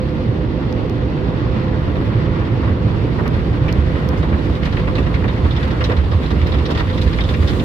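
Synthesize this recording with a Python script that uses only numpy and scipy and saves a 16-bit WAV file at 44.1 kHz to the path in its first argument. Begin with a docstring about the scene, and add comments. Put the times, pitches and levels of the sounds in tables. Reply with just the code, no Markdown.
"""Water jets drum and hiss on a car in an automatic car wash, heard from inside, while drive motors hum.
A spinning cloth brush closes in: its wet strips thump the panels and slap the windshield ever harder,
throwing fat drops and a fine spray. The water is a mass of tiny random impacts, the shaking body is
mostly low noise, and thumps and fat drops are short tones. A few sharp ticks sound close by on the right."""
import sys
import numpy as np
from scipy import signal
from scipy.fft import rfft, irfft, next_fast_len
from scipy.io import wavfile
from scipy.ndimage import uniform_filter1d, map_coordinates

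SR = 44100
rng = np.random.default_rng(int(sys.argv[2]) if len(sys.argv) > 2 else 0)


def dump(signal):
    """Clip the signal to [-1, 1] and save it as 16-bit WAV at the path in sys.argv[1]."""
    limited = np.clip(np.atleast_2d(signal).T, -1, 1)
    pcm = np.round(limited * 32767).astype(np.int16)
    wavfile.write(sys.argv[1], SR, pcm)


N = 336924

# How close the brush is: t/s, nearness (0 far, 1 near)
BRUSH_NEARNESS = [(0, 0.15), (.8, 0), (1.5, 0.41), (3.0, 0.45), (4.0, 0.62), (5.6, 0.74), (7.64, 1)]
# Loudness over time, each as rows of: t/s, level/dB (relative)
JET_FORCE = [(0, -2.5), (1.6, 0), (2.0, 0), (3.2, 1), (4.5, -0.6), (5.3, 0.4), (6.2, -2.5), (7.64, -1)]  # the jets pass over the roof
SHUDDER_LEVEL = [(0, -32.5), (1.6, -33.5), (2.05, -30), (2.8, -36), (3.4, -27), (3.95, -30.5), (5.0, -28),
                 (6.2, -35), (7.3, -31.5)]  # deep shaking of the body
WATER_LULL = [(5.98, 0), (6.07, -2), (6.2, -1), (6.25, 0)]  # the water eases for a moment
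SHEET_LEVEL = [(0, -37), (1.2, -35), (2.3, -32.5), (3.0, -34), (4.2, -32.5), (4.5, -34.5), (5.8, -32),
               (6.1, -34), (7.64, -34.5)]  # water builds up on the glass, then the brush wipes it thinner
MIST_LEVEL = [(0, -77), (1.6, -73.5), (3.3, -66.5), (4.2, -65), (6.4, -60.5), (7.1, -58.5), (7.64, -50)]  # mist flung onto the glass
ROOF_LEVEL = [(0, -32), (1.6, -37.5), (2.0, -23.5), (2.9, -25.5), (3.3, -36), (4.5, -30), (7.64, -47)]  # the roof's drone
HUM_LEVEL = [(0, 4.5), (.45, -0.5), (.8, 4.5), (1.1, -2), (1.75, 0.5), (2.1, -4.5), (2.45, 1), (2.85, -1),
             (3.05, -11), (3.25, -3), (3.8, -2), (4.0, 2.5), (4.5, -7.5), (4.85, 2.5), (5.7, -1.5),
             (5.92, 3), (6.08, -6.5), (6.8, 0), (7.64, -1)]  # the motors' hum swells and sinks
# Two drive motors, nearly in step: f/Hz, level/dB
MOTOR_TONES = [(512.5, -36.5), (503, -41)]

# The hardest strips on the glass: t/s, strength/dB, brightness/dB, flatness of the landing/dB
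HARD_STRIPS = [(1.9544, -33, -7, -4), (2.4094, -37, -12.5, -7.5), (2.6733, -33.5, -11, 2),
               (3.1847, -29, -11.5, -6), (3.255, -28.5, -9, -2.5), (3.335, -29.5, -1.5, -3.5),
               (3.683, -36, 3, 8.5), (3.9554, -36.5, -6, 4), (4.121, -33, -12.5, -11),
               (4.2258, -27, -5, -8), (4.3244, -32, -12, -0.5), (4.552, -36.5, 5.5, -4),
               (4.6299, -32, 2, 5.5), (4.6527, -26, -1, -1.5), (4.7247, -25.5, -2.5, -7),
               (4.7677, -28, -4, 5.5), (4.795, -29, -3.5, -3.5), (4.8728, -29, -9, 1.5),
               (4.9538, -26, 0, -0.5), (4.9816, -23, -4, -6), (5.062, -26, -6.5, -1.5),
               (5.1407, -28, 1, 4.5), (5.2388, -32.5, -12, 3), (5.279, -26.5, -3, 1.5),
               (5.445, -31, -9.5, -1), (5.5095, -34, 4, -3.5), (5.5653, -28, -1, -4), (5.6293, -25, -1, -2),
               (5.675, -34.5, -7, 2.5), (5.7059, -26, -2, -6), (5.8067, -23, -6.5, 1),
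               (5.840, -23, 4.5, -13), (5.896, -22.5, -9, -3), (5.9166, -27.5, -1.5, -1),
               (5.965, -24.5, -2, -8), (6.113, -25, -5.5, -11), (6.2327, -28.5, -3, -7.5),
               (6.261, -31, 2.5, -8), (6.3045, -24, -4, -4.5), (6.355, -32, -5.5, -1.5),
               (6.415, -36.5, 1, -1.5), (6.4634, -25, -3, -3.5), (6.5196, -26, -2, -4.5),
               (6.538, -24, -5, -4.5), (6.585, -32, -5.5, -3.5), (6.6543, -25.5, 3, -6.5),
               (6.69, -27.5, -10, -11.5), (6.7046, -23.5, 0.5, -15), (6.7488, -23.5, -1.5, -4.5),
               (6.775, -22.5, -1, -9), (6.795, -21, -5.5, -4.5), (6.8983, -26.5, -2, -4),
               (6.9304, -36, 6, -10), (6.9758, -26.5, 1.5, -6), (7.014, -27.5, 2, -4.5),
               (7.0767, -32.5, 4, -14), (7.128, -30, 0, -1), (7.186, -29, -6, 4.5), (7.205, -25, 0, -1.5),
               (7.238, -25, -0.5, -12.5), (7.2896, -27.5, 3, 2), (7.337, -30.5, 3.5, 3),
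               (7.422, -26.5, -4, -3), (7.4747, -27.5, 6, -1), (7.4934, -30.5, 2.5, -3.5),
               (7.5963, -26.5, 0, -6)]
# Heavy blows on the body panels: t/s, peak level/dB, f/Hz, swell time/s
PANEL_BLOWS = [(0.257, -12, 111.7, 0.029), (2.136, -11.5, 114, 0.025), (2.408, -17, 95.5, .014),
               (2.701, -6.5, 84, 0.011), (2.844, -7.5, 107.6, 0.016), (3.605, -9, 113, 0.015),
               (3.776, -8.5, 74, .02), (4.067, -10.5, 76, 0.013), (4.186, -9.5, 81, 0.015),
               (4.328, -8, 81, 0.012), (4.483, -10, 70, .018), (4.738, -9.5, 81, 0.01),
               (5.028, -12, 85, 0.018), (5.212, -12, 88, 0.013), (5.297, -12.5, 79, 0.012),
               (5.423, -5, 79, 0.018), (5.647, -14, 87, .01), (5.785, -13, 73.8, 0.021),
               (5.901, -11, 86, 0.01), (5.966, -9, 72, .034), (6.042, -11, 77, 0.016),
               (6.144, -4.5, 82.5, 0.015), (6.348, -11, 73.5, 0.024), (6.426, -8.5, 76, 0.012),
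               (6.548, -12, 73, 0.019), (6.878, -8, 85, 0.014), (6.994, -11, 79.5, 0.012),
               (7.050, -9.5, 74.6, 0.024), (7.253, -13.5, 79.5, 0.011), (7.398, -11, 78.5, .015),
               (7.592, -14.5, 85, 0.015)]
# Close, sharp clicks: t/s, strength/dB, treble cutoff f/Hz
TICK_HITS = [(0.7268, -21, 900), (0.8976, -27.5, 11000), (2.676, -39.5, 11950), (3.2793, -22.5, 16000),
             (3.727, -19.5, 16000), (4.0898, -20.5, 16000), (5.681, -32, 16000), (6.475, -29, 16100)]
# Big drops that make the glass ring: t/s, strength/dB, f/Hz
FAT_DROP_HITS = [(3.682, -24.5, 2370), (3.690, -27.5, 2900), (4.632, -29, 2130), (4.769, -27.5, 2550),
                 (4.954, -27.5, 3960), (4.982, -24, 2650), (5.145, -37, 3980), (5.241, -29.5, 1795),
                 (5.292, -33.5, 3750), (5.509, -27, 3510), (5.564, -26, 3370), (5.840, -22, 3880),
                 (5.967, -35, 4000), (6.234, -33.5, 3700), (6.260, -32.5, 3960), (6.520, -29, 3430),
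                 (6.654, -29.5, 3740), (6.794, -29, 3670), (6.930, -36, 3920), (7.014, -26.5, 3970),
                 (7.186, -24, 2100), (7.209, -22, 3620), (7.290, -28, 3650), (7.343, -28.5, 2430),
                 (7.474, -34.5, 3600)]
# Handfuls of droplets on the glass: t/s, level/dB
SPATTER_HITS = [(4.175, -48.5), (4.438, -51.5), (4.648, -47), (4.985, -51), (5.629, -51.5), (5.841, -47.5),
                (6.303, -51), (6.703, -44.5), (7.016, -45)]

# Tone colours (how strong each frequency is), each as rows of: f/Hz, level/dB (relative)
SHUDDER_COLOUR = [(12, -40), (24, -18), (32, -1), (41, 10.5), (52, 13), (66, -14.5), (100, -57.5)]  # deepest shaking of the body
BOOM_COLOUR = [(30, -40.5), (47, -2.5), (57, 15), (72, 15.5), (88, 12.5), (105, -6), (160, -64)]  # brush against the body
PANEL_COLOUR = [(65, -39), (95, -9.5), (113, -1.5), (130, -8.5), (160, -6.5), (195, -16), (260, -28),
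                (400, -91)]  # drumming panels
ROAR_COLOUR = [(130, -28.5), (200, -0.5), (250, -2), (320, -1.5), (390, -5.5), (470, -8), (580, -13),
               (720, -19), (1100, -25.5), (3000, -78)]  # jets on the body
SHEET_COLOUR = [(350, -15), (600, -2.5), (820, -5), (1080, -0.5), (1500, -5), (1900, -6), (2400, -13),
                (3500, -22), (7000, -58)]  # sheet of water on the glass
HISS_COLOUR = [(1200, -25), (2200, -1), (2800, 0.5), (3500, -1), (4500, -6), (5300, -13.5), (6300, -21),
               (8000, -33), (15000, -49.5)]  # dense small drops
MIST_COLOUR = [(3500, -18.5), (6500, 6), (8000, 0.5), (9500, -1), (11500, -2), (13500, -6), (16000, -8)]  # finest spray
SMACK_COLOUR = [(130, -21.5), (280, -8.5), (430, 4.5), (750, -3), (1120, 1), (1450, -5.5), (1900, -6),
                (3300, -48.5)]  # a strip knocks the glass
SLAP_COLOUR = [(600, -27.5), (1300, -7), (1850, 3.5), (2400, -1.5), (3000, -6), (4000, -20.5),
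               (8000, -46.5)]  # a strip lands flat
SPLASH_COLOUR = [(1500, -41.5), (2900, 0.5), (3700, 4.5), (4400, -4), (5300, -7), (6500, -21), (9000, -34),
                 (15000, -42)]  # water flung off a strip
TICK_COLOUR = [(1000, -19), (2500, -4), (4500, 4.5), (6500, -0.5), (8500, -17), (11500, -3.5), (15500, -7)]  # close clicks
CRACK_COLOUR = [(2000, -19), (3200, -2), (3800, 4), (4600, -6.5), (5400, -7), (6800, -21), (9500, -31),
                (15000, -30.5)]  # a fat drop bursts
SPATTER_COLOUR = [(2000, -15.5), (4500, 12.5), (6200, 7), (8000, -4), (11500, -5.5), (15500, -9.5)]  # droplets on bare glass
PING_COLOUR = [(2600, -33), (3350, -3.5), (3680, -7.5), (4000, -9), (5000, -35.5)]  # single drops
# How alike left and right sound in the cabin: f/Hz, likeness (0 unrelated, 1 the same)
STEREO_LIKENESS = [(60, 0.84), (130, 0.94), (290, 0.91), (640, 0.35), (1100, 0.64), (1700, 0), (3000, 0)]
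# How much louder the left is than the right: f/Hz, level/dB
STEREO_TILT = [(60, -3.5), (400, -3.5), (750, -2.5), (970, -6.5), (1300, -1), (1800, 3.5), (2500, 0.5),
               (3100, 0.5), (3800, -4), (5200, -7), (6500, -2), (8000, 6), (11500, -1), (15000, -0.5)]


def amp(db):
    """Turn decibels into a number to multiply by."""
    return 10 ** (np.asarray(db) / 20)


def unit(x):
    """Scale a signal to an average power of 1."""
    return x / np.sqrt(np.mean(x ** 2) + 1e-20)


def at_hz(table, hz):
    """Read a table between its rows, on a logarithmic frequency scale."""
    freqs, values = np.transpose(table)
    return np.interp(np.log(hz + 1), np.log(freqs + 1), values)


def curve(table):
    """Join a table's points in time with straight lines, one value per sample."""
    return np.interp(np.arange(N) / SR, *np.transpose(table))


def wobble(rate):
    """A smooth curve through `rate` random points a second."""
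    points = rng.standard_normal(2048)
    steps = np.arange(0, N, 64)
    return np.interp(np.arange(N), steps, map_coordinates(points, [steps * rate / SR], mode="mirror"))


def filtered(x, response):
    """Multiply each frequency in x by response(hz)."""
    size = next_fast_len(N + 8192, real=True)
    return irfft(rfft(x, size) * response(np.fft.rfftfreq(size, 1 / SR)), size)[..., :N]


def noise():
    """Three unrelated white noises, as cabin() needs."""
    return rng.standard_normal((3, N))


def drops(per_second, spread_db):
    """Three streams of tiny random impacts, some bigger than the rest."""
    hit = rng.random((3, N)) < per_second / SR
    size = noise()
    return unit(hit * np.sign(size) * amp(spread_db * np.abs(size)))


def patchy(x, depth_db):
    """Shift the colour from moment to moment, as water lands on different spots."""
    slices = signal.stft(x, nperseg=512)[2]
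    patches = uniform_filter1d(rng.standard_normal(slices.shape[1:]), size=9, axis=0)  # smooth in pitch
    patches = uniform_filter1d(patches, size=6, axis=1)  # and in time
    return signal.istft(slices * amp(depth_db * np.clip(unit(patches), -2, 2)), nperseg=512)[1][:, :N]


def cabin(x, colour, direct=0, lag_ms=0.37):
    """Colour three streams and mix to stereo: two fill the cabin, one comes straight, right side first."""
    size = next_fast_len(N + 8192, real=True)
    hz = np.fft.rfftfreq(size, 1 / SR)
    mid, side, straight = rfft(x, size) * unit(amp(at_hz(colour, hz)))
    width = np.arccos(np.clip(at_hz(STEREO_LIKENESS, hz), -1, 1)) / 2
    mid, side = mid * np.cos(width), side * np.sin(width)
    delay = np.exp(-2j * np.pi * hz * lag_ms / 1000)
    left = mid + side + direct * straight * delay
    right = mid - side + direct * straight
    return irfft(np.array([left, right]), size)[:, :N] / np.hypot(1, direct)


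def steadied(x, evenness):
    """Even out the slow chance swells of a low noise (0 not at all, 1 fully)."""
    power = np.abs(uniform_filter1d(np.mean(x ** 2, axis=0), size=6000)) + 1e-6
    return unit(x * power ** (-evenness / 2))


def water():
    """Dense drops hit glass and roof: the flow surges, the hiss grows as the brush nears, mist crackles."""
    hiss_db = -44 + 4 * curve(BRUSH_NEARNESS) ** 2
    surge = wobble(30)
    sheet = cabin(patchy(drops(per_second=4000, spread_db=1.5), depth_db=1.34), SHEET_COLOUR, direct=0.81)
    hiss = cabin(patchy(drops(per_second=12000, spread_db=5), depth_db=0.64), HISS_COLOUR, direct=0.51)
    mist = cabin(drops(per_second=4900, spread_db=1.5), MIST_COLOUR, direct=0.5, lag_ms=0.25)
    sheet *= amp(curve(SHEET_LEVEL) + 0.77 * surge)
    hiss *= amp(hiss_db + 1.1 * surge)
    mist *= amp(curve(MIST_LEVEL) + 1.4 * surge)
    return amp(curve(WATER_LULL)) * (sheet + hiss + mist)


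def car_body():
    """Brush and jets shake the car: a deep shudder, a growing boom, drumming panels and a roar."""
    near, jets_db = curve(BRUSH_NEARNESS), curve(JET_FORCE)
    shudder = amp(curve(SHUDDER_LEVEL)) * steadied(cabin(noise(), SHUDDER_COLOUR), evenness=0.82)
    boom = amp(-26.5 + 8 * near) * steadied(cabin(noise(), BOOM_COLOUR), evenness=0.14)
    panels = amp(-21 + jets_db) * steadied(cabin(noise(), PANEL_COLOUR), evenness=0.97)
    shield_db = near * (-2 + 2.1 * wobble(18))  # the brush shields the car from the jets
    roar_db = -22.5 + 0.48 * jets_db + shield_db + curve(WATER_LULL)
    roar = steadied(cabin(drops(per_second=4000, spread_db=4.5), ROAR_COLOUR), evenness=0.81)
    return shudder + boom + panels + amp(roar_db) * roar


def roof_drone(ring_hz=113, waver_hz=11, flutter_db=3):
    """The roof drones unsteadily at its own pitch, loudest with the jets right above it."""
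    phase = 2 * np.pi * np.cumsum(ring_hz + waver_hz * wobble(45)) / SR
    flutter = amp(flutter_db * np.clip(wobble(22), -2, 1))
    return amp(curve(ROOF_LEVEL)) * unit(flutter * np.sin(phase))


def motors(waver_hz=3.51, drift_hz=1.47, flutter_db=5):
    """Two motor hums flicker with the load and, being close in pitch, pulse against each other."""
    hum = np.zeros(N)
    for hz, db in MOTOR_TONES:
        phase = 2 * np.pi * np.cumsum(hz + drift_hz * wobble(6) + waver_hz * wobble(60)) / SR
        flutter = amp(flutter_db * np.clip(wobble(17), -2, 1))
        hum += amp(db) * unit(flutter * np.sin(phase))
    return amp(curve(HUM_LEVEL)) * hum * amp([[0.5], [-0.5]])  # left, right


def with_echo(x, level_db=-17, fade_60db_s=0.075):
    """Add the short, dense echo that bounces off the glass and dashboard."""
    t = np.arange(SR // 25) / SR
    tail = rng.standard_normal((2, len(t))) * amp(-60 * t / fade_60db_s) * (t > 0.001)
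    tail /= np.linalg.norm(tail, axis=1, keepdims=True)
    return x + amp(level_db) * signal.fftconvolve(x, tail, axes=1)[:, :N]


def bursts(times, levels_db, rise_s, hold_s):
    """The loudness outline of wet hits: each lands suddenly, then its drops trail off."""
    power, t = np.zeros(N + SR), np.arange(SR // 6) / SR
    shape = (1 - np.exp(-t / rise_s)) / (1 + (t / hold_s) ** 3)
    for start, db in zip(times, levels_db):
        power[round(start * SR):][:len(t)] += (amp(db) * shape) ** 2
    return np.sqrt(power[:N])


def light_strips(per_second=9, spread_db=1.55):
    """Random rows like HARD_STRIPS for the lighter hits, harder and brighter as the brush nears."""
    count = int(per_second * N / SR)
    times = (np.arange(count) + rng.random(count)) / per_second
    near = np.interp(times, *np.transpose(BRUSH_NEARNESS))
    strength_db, bright_db, flat_db = -41 + 5.5 * near, -7 + 8 * near, np.ones(count)
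    usual = np.transpose([strength_db, bright_db, flat_db])
    return np.column_stack([times, usual + spread_db * rng.standard_normal((count, 3))])


def strip_slaps():
    """A wet strip smacks the glass, slaps flat and splashes; a bright one splashes more, smacks less."""
    times, db, bright_db, flat_db = np.vstack([HARD_STRIPS, light_strips()]).T
    blobs = unit(amp(1.2 * np.clip(wobble(170), -2, 2)))  # the water arrives in quick clumps
    smack = bursts(times, db - bright_db - 6.5, rise_s=0.0023, hold_s=0.029)
    smack = smack * blobs * drops(per_second=2800, spread_db=3)
    slap = bursts(times, db + flat_db - 3.5, rise_s=0.0003, hold_s=0.022)
    slap = slap * blobs * patchy(drops(per_second=4100, spread_db=2), depth_db=2)
    splash = bursts(times, db + bright_db - 9, rise_s=0.0002, hold_s=0.017)
    splash = splash * blobs * patchy(drops(per_second=4200, spread_db=5), depth_db=2.5)
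    return (cabin(smack, SMACK_COLOUR, direct=0.78, lag_ms=0.4) * amp([[-0.7], [0.7]])
            + cabin(slap, SLAP_COLOUR, direct=0.81, lag_ms=0.27)
            + cabin(splash, SPLASH_COLOUR, direct=0.62, lag_ms=0.26) * amp([[-0.5], [0.5]]))


def panel_thumps():
    """A bunch of soaked cloth lands on a panel, which booms for a few swings."""
    out, t = np.zeros(N + SR), np.arange(SR // 4) / SR
    for start, db, hz, swell_s in PANEL_BLOWS:
        shape = (t / swell_s * np.exp(1 - t / swell_s)) ** 2
        out[round(start * SR):][:len(t)] += amp(db) * shape * np.sin(2 * np.pi * hz * t)
    return out[:N]


def ticks(rattle_s=0.0012, rattle_db=-6):
    """Tiny clicks close on the right, each a spike and a brief rattle; a soft contact is duller."""
    out, t = np.zeros(N + SR), np.arange(SR // 40) / SR
    for start, db, cutoff_hz in TICK_HITS:
        rattle = rng.standard_normal(len(t)) * np.exp(-t / rattle_s)
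        click = (t == 0) + amp(rattle_db) * rattle / np.linalg.norm(rattle)
        click = signal.lfilter(*signal.butter(1, cutoff_hz, fs=SR), click)
        out[round(start * SR):][:len(t)] += amp(db + 9) * click / np.linalg.norm(click)
    return filtered(out[:N], lambda hz: amp(at_hz(TICK_COLOUR, hz))) * amp([[-18], [3]])


def fat_drops(rise_s=0.0003, decay_s=0.0095, pitch_blur=0.054, ring_db=1.5, crack_db=-12.5):
    """A big drop bursts with a crack; the glass rings briefly at a pitch set by where it lands."""
    rings, t = np.zeros((2, N + SR)), np.arange(SR // 16) / SR
    waver = 1 + pitch_blur * np.array([wobble(330), wobble(330)])
    shape = (1 - np.exp(-t / rise_s)) * np.exp(-t / decay_s)
    for start, db, hz in FAT_DROP_HITS:
        i = round(start * SR)
        phase = 2 * np.pi * np.cumsum(hz * waver[:, i:i + len(t)], axis=1) / SR
        rings[:, i:i + len(t)] += amp(db + ring_db) * shape * np.sin(phase)
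    times, db, _ = np.transpose(FAT_DROP_HITS)
    outline = bursts(times, db + crack_db, rise_s=0.0002, hold_s=0.0034)
    cracks = outline * drops(per_second=12000, spread_db=4.5)
    return rings[:, :N] + cabin(cracks, CRACK_COLOUR, direct=0.9, lag_ms=0.25)


def spatters():
    """Handfuls of flung droplets crackle on bare glass."""
    times, db = np.transpose(SPATTER_HITS)
    crackle = bursts(times, db, rise_s=0.0008, hold_s=0.028) * drops(per_second=1100, spread_db=3.5)
    return cabin(crackle, SPATTER_COLOUR, direct=0.9, lag_ms=0.25)


def drop_pings():
    """Single drops keep pinging on the glass, very faint until the brush is close."""
    level_db = -83 + 36 * curve(BRUSH_NEARNESS)
    return amp(level_db) * cabin(drops(per_second=160, spread_db=5), PING_COLOUR, direct=0.64, lag_ms=0.25)


def hollow_knock(start_s=5.889, level_db=-15, hz=451, swell_s=0.0067):
    """One strip hits a hollow part of the body, which gives a short knock."""
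    t = np.maximum(np.arange(N) / SR - start_s, 0)
    shape = t / swell_s * np.exp(1 - t / swell_s)
    return amp(level_db) * shape * np.sin(2 * np.pi * hz * t)


def scene():
    """Everything that reaches the front seats; only the sounds on the glass get an echo."""
    glass = water() + strip_slaps() + spatters() + fat_drops() + drop_pings()
    shell = car_body() + roof_drone() + panel_thumps() + hollow_knock()
    return shell + motors() + with_echo(glass) + ticks()


def record(dry):
    """Colour left and right a little differently, and cut the very highest treble."""
    half_each, top_hz = np.array([[0.5], [-0.5]]), 15850
    return filtered(dry, lambda hz: amp(half_each * at_hz(STEREO_TILT, hz)) * (hz < top_hz))


dry = scene()
out = record(dry)
dump(out)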